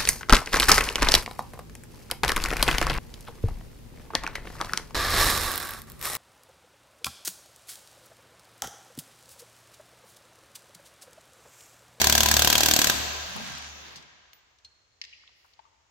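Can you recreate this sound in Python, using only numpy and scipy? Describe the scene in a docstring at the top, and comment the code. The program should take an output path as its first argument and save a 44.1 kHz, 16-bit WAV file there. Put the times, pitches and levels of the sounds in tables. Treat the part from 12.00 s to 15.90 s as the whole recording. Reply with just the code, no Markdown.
"""A large, echoing garage, with a stereo microphone near a truck wheel. A cordless impact wrench hammers
a lug nut loose: each blow cracks through the socket and rings the wheel, and the tyre booms underneath.
The hammering stops, the socket rattles to rest and the hall rings on while the recorder's gain recovers.
The socket slides off, the nut clinks in the hand, and metal is set down with one sharp clank."""
import sys
import numpy as np
from scipy import signal
from scipy.fft import rfft, irfft
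from scipy.io import wavfile
from scipy.ndimage import uniform_filter1d

SR = 44100
rng = np.random.default_rng(int(sys.argv[2]) if len(sys.argv) > 2 else 0)


def materialize(psi):
    """Save the field psi as 16-bit PCM at rate SR to the path in sys.argv[1].

    A 1-D psi becomes a single channel; in a 2-D psi each row is a channel.
    """
    bounded = np.clip(np.atleast_2d(psi).T, -1, 1)
    quanta = np.round(bounded * 32767).astype(np.int16)
    wavfile.write(sys.argv[1], SR, quanta)


N = 171990
LEAD_S = 1.0   # run-up, so the hall is already ringing at time zero
LEAD = int(LEAD_S * SR)
TOTAL = N + LEAD

# dense ring of socket and anvil: frequency_hz, relative_db
STEEL_COLOUR = [(40, -6), (130, -3), (260, -3.5), (500, -6.5), (750, -0.5), (1200, -4.5), (2100, -4),
                (2600, -2.5), (3300, -3.5), (3900, 1.5), (4500, 0.5), (5100, -1), (6300, 2.5), (7900, -4),
                (8600, -9), (10300, -12), (11200, -8.5), (12000, -3), (14000, -4.5), (15700, -10.5)]
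# how that ring leans at the microphone: frequency_hz, left_minus_right_db
STEEL_LEAN = [(300, 2.5), (750, 1), (1600, 2.5), (3500, -2), (7000, 0.5), (13000, 5)]


def from_db(db):
    """Decibels to gain."""
    return 10 ** (np.asarray(db) / 20)


def unit_rms(x):
    """Scale to unit rms."""
    return x / np.sqrt(np.mean(x ** 2) + 1e-20)


def at_hz(points, hz):
    """Read a table on a log-frequency axis."""
    table_hz, values = np.transpose(points)
    return np.interp(np.log(np.maximum(hz, 1)), np.log(table_hz), values)


def panned(db):
    """Left and right gains for a left-minus-right level."""
    return from_db(np.array([[1], [-1]]) * db / 2)


def stereo(pair, likeness):
    """Turn two unrelated signals into left and right with a common share."""
    mid = np.sqrt((1 + likeness) / 2) * pair[0]
    side = np.sqrt((1 - likeness) / 2) * pair[1]
    return np.array([mid + side, mid - side])


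def coloured(x, spectrum, pan=None):
    """Minimum-phase filter with the given spectrum, set to unit power before panning."""
    size = 4096
    hz = np.arange(size // 2 + 1) * SR / size
    gain = unit_rms(from_db(at_hz(spectrum, hz))) * panned(at_hz(pan, hz) if pan else 0)
    cepstrum = irfft(np.log(gain))
    cepstrum[:, 1:size // 2] *= 2
    cepstrum[:, size // 2 + 1:] = 0
    response = irfft(np.exp(rfft(cepstrum)))
    return signal.oaconvolve(x, response, axes=1)[:, :TOTAL]


def band(x, low_hz, high_hz):
    """Band-pass; white noise keeps its power."""
    high_hz = np.clip(high_hz, low_hz + 30, .45 * SR)
    sos = signal.butter(3, [low_hz, high_hz], "band", fs=SR, output="sos")
    return signal.sosfilt(sos, x) * np.sqrt(SR / 2 / (high_hz - low_hz))


def add(out, start_s, sound):
    """Mix a sound in; negative times fall in the run-up."""
    i = max(int(round(start_s * SR)) + LEAD, 0)
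    out[..., i:i + sound.shape[-1]] += sound[..., :max(TOTAL - i, 0)]


def decay(t, t60_s):
    """Envelope that falls 60 dB in t60_s."""
    return np.exp(-np.log(1000) * t / t60_s)


def burst(t60_s, rise_s=1e-5):
    """Very many close modes struck at once: stereo noise that dies away."""
    t = np.arange(SR // 5) / SR
    noise = stereo(rng.standard_normal((2, len(t))), likeness=0.043)
    return noise * decay(t, t60_s) * (1 - np.exp(-t / rise_s))


def ring(hz, t60_s, phase=0):
    """One struck mode: a dying sine."""
    t = np.arange(int(1.5 * t60_s * SR)) / SR
    return decay(t, t60_s) * np.sin(2 * np.pi * hz * t + phase)


def diffuse(size):
    """Spectrum of white noise reaching the microphone from all sides."""
    # likeness of left and right: frequency_hz, common_share
    likeness = [(70, 0.62), (150, 0.998), (300, 0.31), (1000, 0.083), (4000, 0.043)]
    hz = np.arange(size // 2 + 1) * SR / size
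    return stereo(rfft(rng.standard_normal((2, size))), at_hz(likeness, hz))


def room_tone():
    """The garage's steady air: faint, low noise from all around."""
    # colour of the air: frequency_hz, relative_db
    air_colour = [(25, -18), (45, -4), (70, 6), (110, -2.5), (170, -14.5), (450, -9), (1500, -10),
                  (4500, -14.5), (7000, -12.5), (9000, -34.5), (15000, -37)]
    return from_db(-69) * coloured(irfft(diffuse(TOTAL), TOTAL), air_colour)


def hall(x):
    """Diffuse echo of the garage; each band dies at its own rate."""
    # reverberation time: frequency_hz, t60_s
    decay_times = [(70, 1.73), (250, 0.89), (700, 1.88), (1600, 2), (4000, 1.7561), (7000, 1.52),
                   (8500, 0.5), (10000, 0.51), (12500, 0.75), (15000, 1)]
    # strength of the echo: frequency_hz, gain_db
    echo_levels = [(70, -4.5), (250, -2.5), (500, -1.5), (730, -4.5), (1150, -2), (1600, -6), (2100, -2),
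                   (4000, -5.5), (7000, -7.5), (10000, -5.5), (13000, -11)]
    delay_s, build_s, size = 0.00078, 0.0061, 2 * SR
    t, hz = np.arange(size) / SR, np.arange(size // 2 + 1) * SR / size
    white, response = diffuse(size), 0
    build = 1 - np.exp(-np.maximum(t - delay_s, 0) / build_s)
    edges_hz = np.geomspace(25, 17000, 48)
    for low, high in zip(edges_hz, edges_hz[1:]):
        centre_hz = np.sqrt(low * high)
        noise = irfft(white * ((hz >= low) & (hz < high)))
        fade = build * decay(t, at_hz(decay_times, centre_hz))
        response += noise * fade / np.linalg.norm(fade) * from_db(at_hz(echo_levels, centre_hz))
    return signal.fftconvolve(x, response, axes=1)[:, :TOTAL]


def thrum():
    """The tyre booms under the hammering and lingers; a drone is strongest while the nut is tight."""
    # swell of the tyre's low boom: time_s, relative_db
    boom = [(0, -39), (0.08, -31.5), (0.42, -29.5), (0.5, -36.5), (0.74, -38), (0.81, -62), (1.0, -38),
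            (1.22, -47), (1.33, -62.5), (1.7, -55), (2.05, -77), (2.3, -88)]
    # swell of the drone, near six times the blow rate: time_s, relative_db
    drone = [(0, -41), (0.201, -36), (0.39, -38), (0.48, -50), (0.6, -43), (0.72, -43), (0.88, -47),
             (0.949, -78.5)]
    boom_hz, drone_hz, gain_db = 73.3, 225.2, 6.5
    t = np.arange(TOTAL) / SR - LEAD_S
    out = 0
    for hz, swell in ((boom_hz, boom), (drone_hz, drone)):
        level_db = gain_db + np.interp(t, *np.transpose(swell), right=-np.inf)
        out += np.sqrt(2) * from_db(level_db) * np.sin(2 * np.pi * (hz * t + rng.random()))
    return out * panned(db=2)


def taps():
    """Socket, nut and tool knock and click in the hand, each touch a short band of noise."""
    # touches: start_s, level_db, low_hz, high_hz, t60_s, pan_db
    touches = [(1.352, -30, 121.3, 237, 0.15, 1), (1.398, -39, 124, 260, 0.22, -5),
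               (1.512, -43.5, 130, 220, 0.13, 5), (1.362, -29.5, 382, 1220, 0.096, 1.5),
               (1.363, -35.5, 2400, 14100, 0.03, 11), (1.400, -31.5, 466, 1010, 0.037, 5),
               (1.4769, -40, 3000, 14000, 0.02, 7), (1.5142, -48, 5000, 15500, 0.025, 4),
               (1.5875, -51.5, 3000, 14000, 0.018, 4), (1.925, -60, 5000, 15000, 0.023, 3),
               (1.9573, -40, 2950, 6560, 0.13, 1), (1.96, -55.5, 8100, 15500, 0.054, 12),
               (1.96, -54, 114, 228, 0.25, 2), (1.974, -63, 3000, 8950, 0.033, 0),
               (2.025, -48, 2500, 6420, 0.034, 11.5), (2.332, -44, 1500, 6800, 0.02, 1.5),
               (2.586, -58.5, 2500, 6340, 0.037, 7), (2.647, -47, 2620, 6640, 0.051, 2.5),
               (3.127, -45.5, 2300, 3045, 0.023, 4), (3.131, -43, 2410, 2878, 0.0676, 1.5),
               (3.235, -53.5, 1002, 1598, 0.018, 2), (3.276, -48.5, 2600, 4130, .025, -6),
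               (3.291, -57, 600, 1450, 0.022, 2), (3.445, -56.5, 738, 1500, 0.07, 1),
               (3.5348, -54, 2980, 5600, 0.034, 5), (3.591, -43.5, 684, 995, 0.034, 4),
               (3.5913, -57, 1200, 3840, 0.052, 1), (3.641, -65, 3030, 5500, 0.026, 2),
               (3.651, -56, 980, 1260, 0.065, 4)]
    out = np.zeros((2, TOTAL))
    for start_s, level_db, low_hz, high_hz, t60_s, pan_db in touches:
        add(out, start_s, from_db(level_db) * panned(pan_db) * band(burst(t60_s), low_hz, high_hz))
    return out


def pings():
    """Nut and socket ring on after a touch, with a different phase on each side."""
    # ringing modes: start_s, pitch_hz, level_db, t60_s
    modes = [(1.49, 1646, -41, 0.16), (1.518, 1570, -39, 0.18), (2.332, 14790, -58, 0.2),
             (2.649, 4220, -48.5, 0.08), (2.649, 4200, -48, 0.12), (2.667, 4270, -58, 0.1),
             (2.648, 4261, -65, 1.7), (2.75, 4260, -61.5, 0.45), (3.017, 2801, -66, 1.4),
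             (3.016, 2860, -66, 0.8), (3.016, 4600, -74, 0.97)]
    out = np.zeros((2, TOTAL))
    for start_s, pitch_hz, level_db, t60_s in modes:
        phases = rng.random((2, 1)) * np.pi / 2
        add(out, start_s, from_db(level_db) * ring(pitch_hz, t60_s, phases))
    return out


def rubs():
    """Socket, nut and sleeve grind and slide: grainy noise that swells and fades."""
    # slides: start_s, length_s, level_db, low_hz, high_hz
    slides = [(0.34, 0.45, -33.5, 36, 160), (0.93, 0.68, -48, 3800, 16000),
              (1.45, 0.6, -61.5, 11000, 23000), (1.6, 0.094, -45.5, 1470, 1770),
              (1.25, 0.7, -46.5, 5400, 6950), (1.22, 0.54, -36.5, 770, 5750), (1.2, 0.32, -43.5, 116, 230),
              (1.35, 0.26, -43, 110, 240), (1.28, 0.25, -41.5, 1940, 4200), (1.67, 0.38, -46, 680, 4600),
              (1.55, 0.56, -56.5, 107, 520), (3.326, 0.24, -77, 8400, 19000)]
    grain_db, grain_samples = 2, 100
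    t = np.arange(SR) / SR
    out = np.zeros((2, TOTAL))
    for start_s, length_s, level_db, low_hz, high_hz in slides:
        noise = rng.standard_normal((2, SR))
        roughness = np.minimum(rng.exponential(1, SR // grain_samples), 3)
        grains = unit_rms(noise * from_db(grain_db * np.repeat(roughness, grain_samples)))
        swell = np.sin(np.pi * np.minimum(t / length_s, 1))
        add(out, start_s, from_db(level_db) * swell * band(grains, low_hz, high_hz))
    return out


def clank():
    """Steel lands hard: a snap, a very short ring, two bounces."""
    # the landing and its bounces: start_s, relative_db, pan_db
    landings = [(3.0145, -22, 0), (3.0387, -31, 1), (3.049, -34.5, 2)]
    # colour of the struck metal: frequency_hz, relative_db
    colour = [(500, -48), (1450, -21), (1850, 1), (2600, -2.5), (3400, -2), (4800, 4.5), (6300, -7.5),
              (7800, -19.5), (9500, -43), (13000, -34), (16000, -34.5)]
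    out = np.zeros((2, TOTAL))
    for start_s, relative_db, pan_db in landings:
        hit = burst(t60_s=0.03)
        hit[:, 0] += 0.5   # the snap of contact
        add(out, start_s, from_db(relative_db - 6.5) * panned(pan_db) * hit)
    return coloured(out, colour)


def rattle():
    """The loose socket chatters unevenly, more and more softly, as the wrench winds down."""
    start_s, length_s, hits_per_s = 0.79, 0.85, 32
    start_db, fade_db_per_s, scatter_db = -33, 12, 3
    out = np.zeros((2, TOTAL))
    for k in range(int(length_s * hits_per_s)):
        elapsed_s = (k + rng.random()) / hits_per_s
        level_db = start_db - fade_db_per_s * elapsed_s + scatter_db * rng.normal()
        add(out, start_s + elapsed_s, from_db(level_db) * burst(t60_s=0.02))
    return coloured(out, STEEL_COLOUR, STEEL_LEAN)


def wrench():
    """Each blow cracks through the socket and rings the wheel; the socket seats differently each time."""
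    # hammer blows on the anvil, about 37 a second: start_s, relative_db
    blows = [(0.016, -8.6), (0.0427, -9.3), (0.0701, -7.3), (0.0972, -7.5), (0.1247, -7.8), (0.1515, -6.7),
             (0.1786, -7.1), (0.2055, -6.5), (0.2322, -8.6), (0.2592, -8.8), (0.2862, -9.4), (0.3132, -7.3),
             (0.34, -8.6), (0.3666, -7.3), (0.3932, -8.3), (0.4206, -8.2), (0.4468, -8.3), (0.4737, -7.0),
             (0.5003, -8.1), (0.5271, -6.9), (0.5536, -9.3), (0.5798, -7.9), (0.6064, -8.6), (0.6327, -8.1),
             (0.6595, -8.2), (0.6852, -9.2), (0.7112, -7.2), (0.7368, -8.9), (0.7632, -8.4), (0.7897, -8.3),
             (0.8164, -9.2), (0.8432, -9.2), (0.8707, -10.4), (0.8979, -9.4)]
    # wheel and tool modes: pitch_hz, relative_db, t60_s, scatter_db, pitch_scatter_share
    modes = [(109.6, -49, 0.13, 1.5, 0.02), (228, -33, 0.098, 0.5, 0.027), (302, -33, 0.11, 4, 0.028),
             (377.5, -36.5, 0.18, 5, 0.036), (624, -32.5, 0.053, 3, .01), (741, -21.5, 0.04, 4.5, 0.027),
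             (998.5, -28.5, 0.081, 5, .008), (1598, -15, 0.038, -1.5, 0.016),
             (1678, -25.5, 0.041, 3.5, 0.0069), (2900, -23, 0.025, 5.5, 0.02), (3230, -18, 0.026, 6, 0.015),
             (3516, -17.5, 0.034, 4.5, 0.03), (4200, -21, 0.016, 4.5, 0.022),
             (4530, -15, 0.021, 3.5, 0.015), (6080, -18.5, 0.019, 3.5, 0.018), (7820, -18, 0.02, 6.5, .008)]
    blows_per_s, gain_db, pan_scatter_db = 36.95, 9.5, 0.66
    crack_t60_s, rise_s, wheel_lag_s = 0.03, 0.0006, 0.0005
    repeat_share = 0.076   # part of the crack's power that is alike in every blow
    starts_s, levels_db = np.transpose(blows)
    # the wrench is already hammering through the run-up
    run_up_s = starts_s[0] - np.arange(1, int(LEAD_S * blows_per_s)) / blows_per_s
    starts_s = np.r_[starts_s, run_up_s]
    levels_db = np.r_[levels_db, np.full(len(run_up_s), levels_db.mean())] + gain_db
    cracks, wheel = np.zeros((2, TOTAL)), np.zeros(TOTAL)
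    repeated = np.sqrt(repeat_share) * burst(crack_t60_s, rise_s)
    for start_s, level_db in zip(starts_s, levels_db):
        crack = repeated + np.sqrt(1 - repeat_share) * burst(crack_t60_s, rise_s)
        lean = panned(-pan_scatter_db * rng.normal())
        add(cracks, start_s - rise_s / 2, from_db(level_db) * lean * crack)
        for pitch_hz, mode_db, t60_s, scatter_db, pitch_scatter in modes:
            strength = from_db(level_db + mode_db + scatter_db * rng.normal())
            struck_hz = pitch_hz * (1 + pitch_scatter * rng.normal())
            add(wheel, start_s + wheel_lag_s, strength * ring(struck_hz, t60_s))
    low_cut = signal.butter(2, 55, "high", fs=SR, output="sos")   # the wheel's ring carries no deep bass
    return coloured(cracks, STEEL_COLOUR, STEEL_LEAN) + signal.sosfilt(low_cut, wheel) * panned(db=1.5)


def scene():
    """At the microphone: wrench, handling and clank with their echo, plus room tone, thrum and rattle."""
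    tool = wrench()
    handling = taps() + pings() + rubs()
    steel = clank()
    echo = hall(tool + from_db(-5.5) * handling + from_db(-2.5) * steel)
    return (tool + handling + steel + echo + room_tone() + thrum() + rattle())[:, LEAD:]


def record(dry):
    """The recorder's gain control ducks at once and recovers slowly; peaks clip and the top is cut."""
    knee_db, duck_share, release_db_per_s = -20.5, 0.83, 7
    window_s, cutoff_hz = 0.05464, 15900
    window = int(window_s * SR)
    power = uniform_filter1d(np.mean(dry ** 2, axis=0), window)
    level_db = 10 * np.log10(np.maximum(power, 1e-12))
    wanted_db = np.maximum(level_db - knee_db, 0) * duck_share
    recovery_db = release_db_per_s * np.arange(N) / SR
    held_db = np.maximum.accumulate(wanted_db + recovery_db) - recovery_db
    duck_db = uniform_filter1d(held_db, window)
    clipped = np.clip(dry * from_db(-duck_db), -1, 1)
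    high_cut = signal.ellip(10, .1, 70, cutoff_hz, fs=SR, output="sos")
    return signal.sosfilt(high_cut, clipped)


dry = scene()
out = record(dry)
materialize(out)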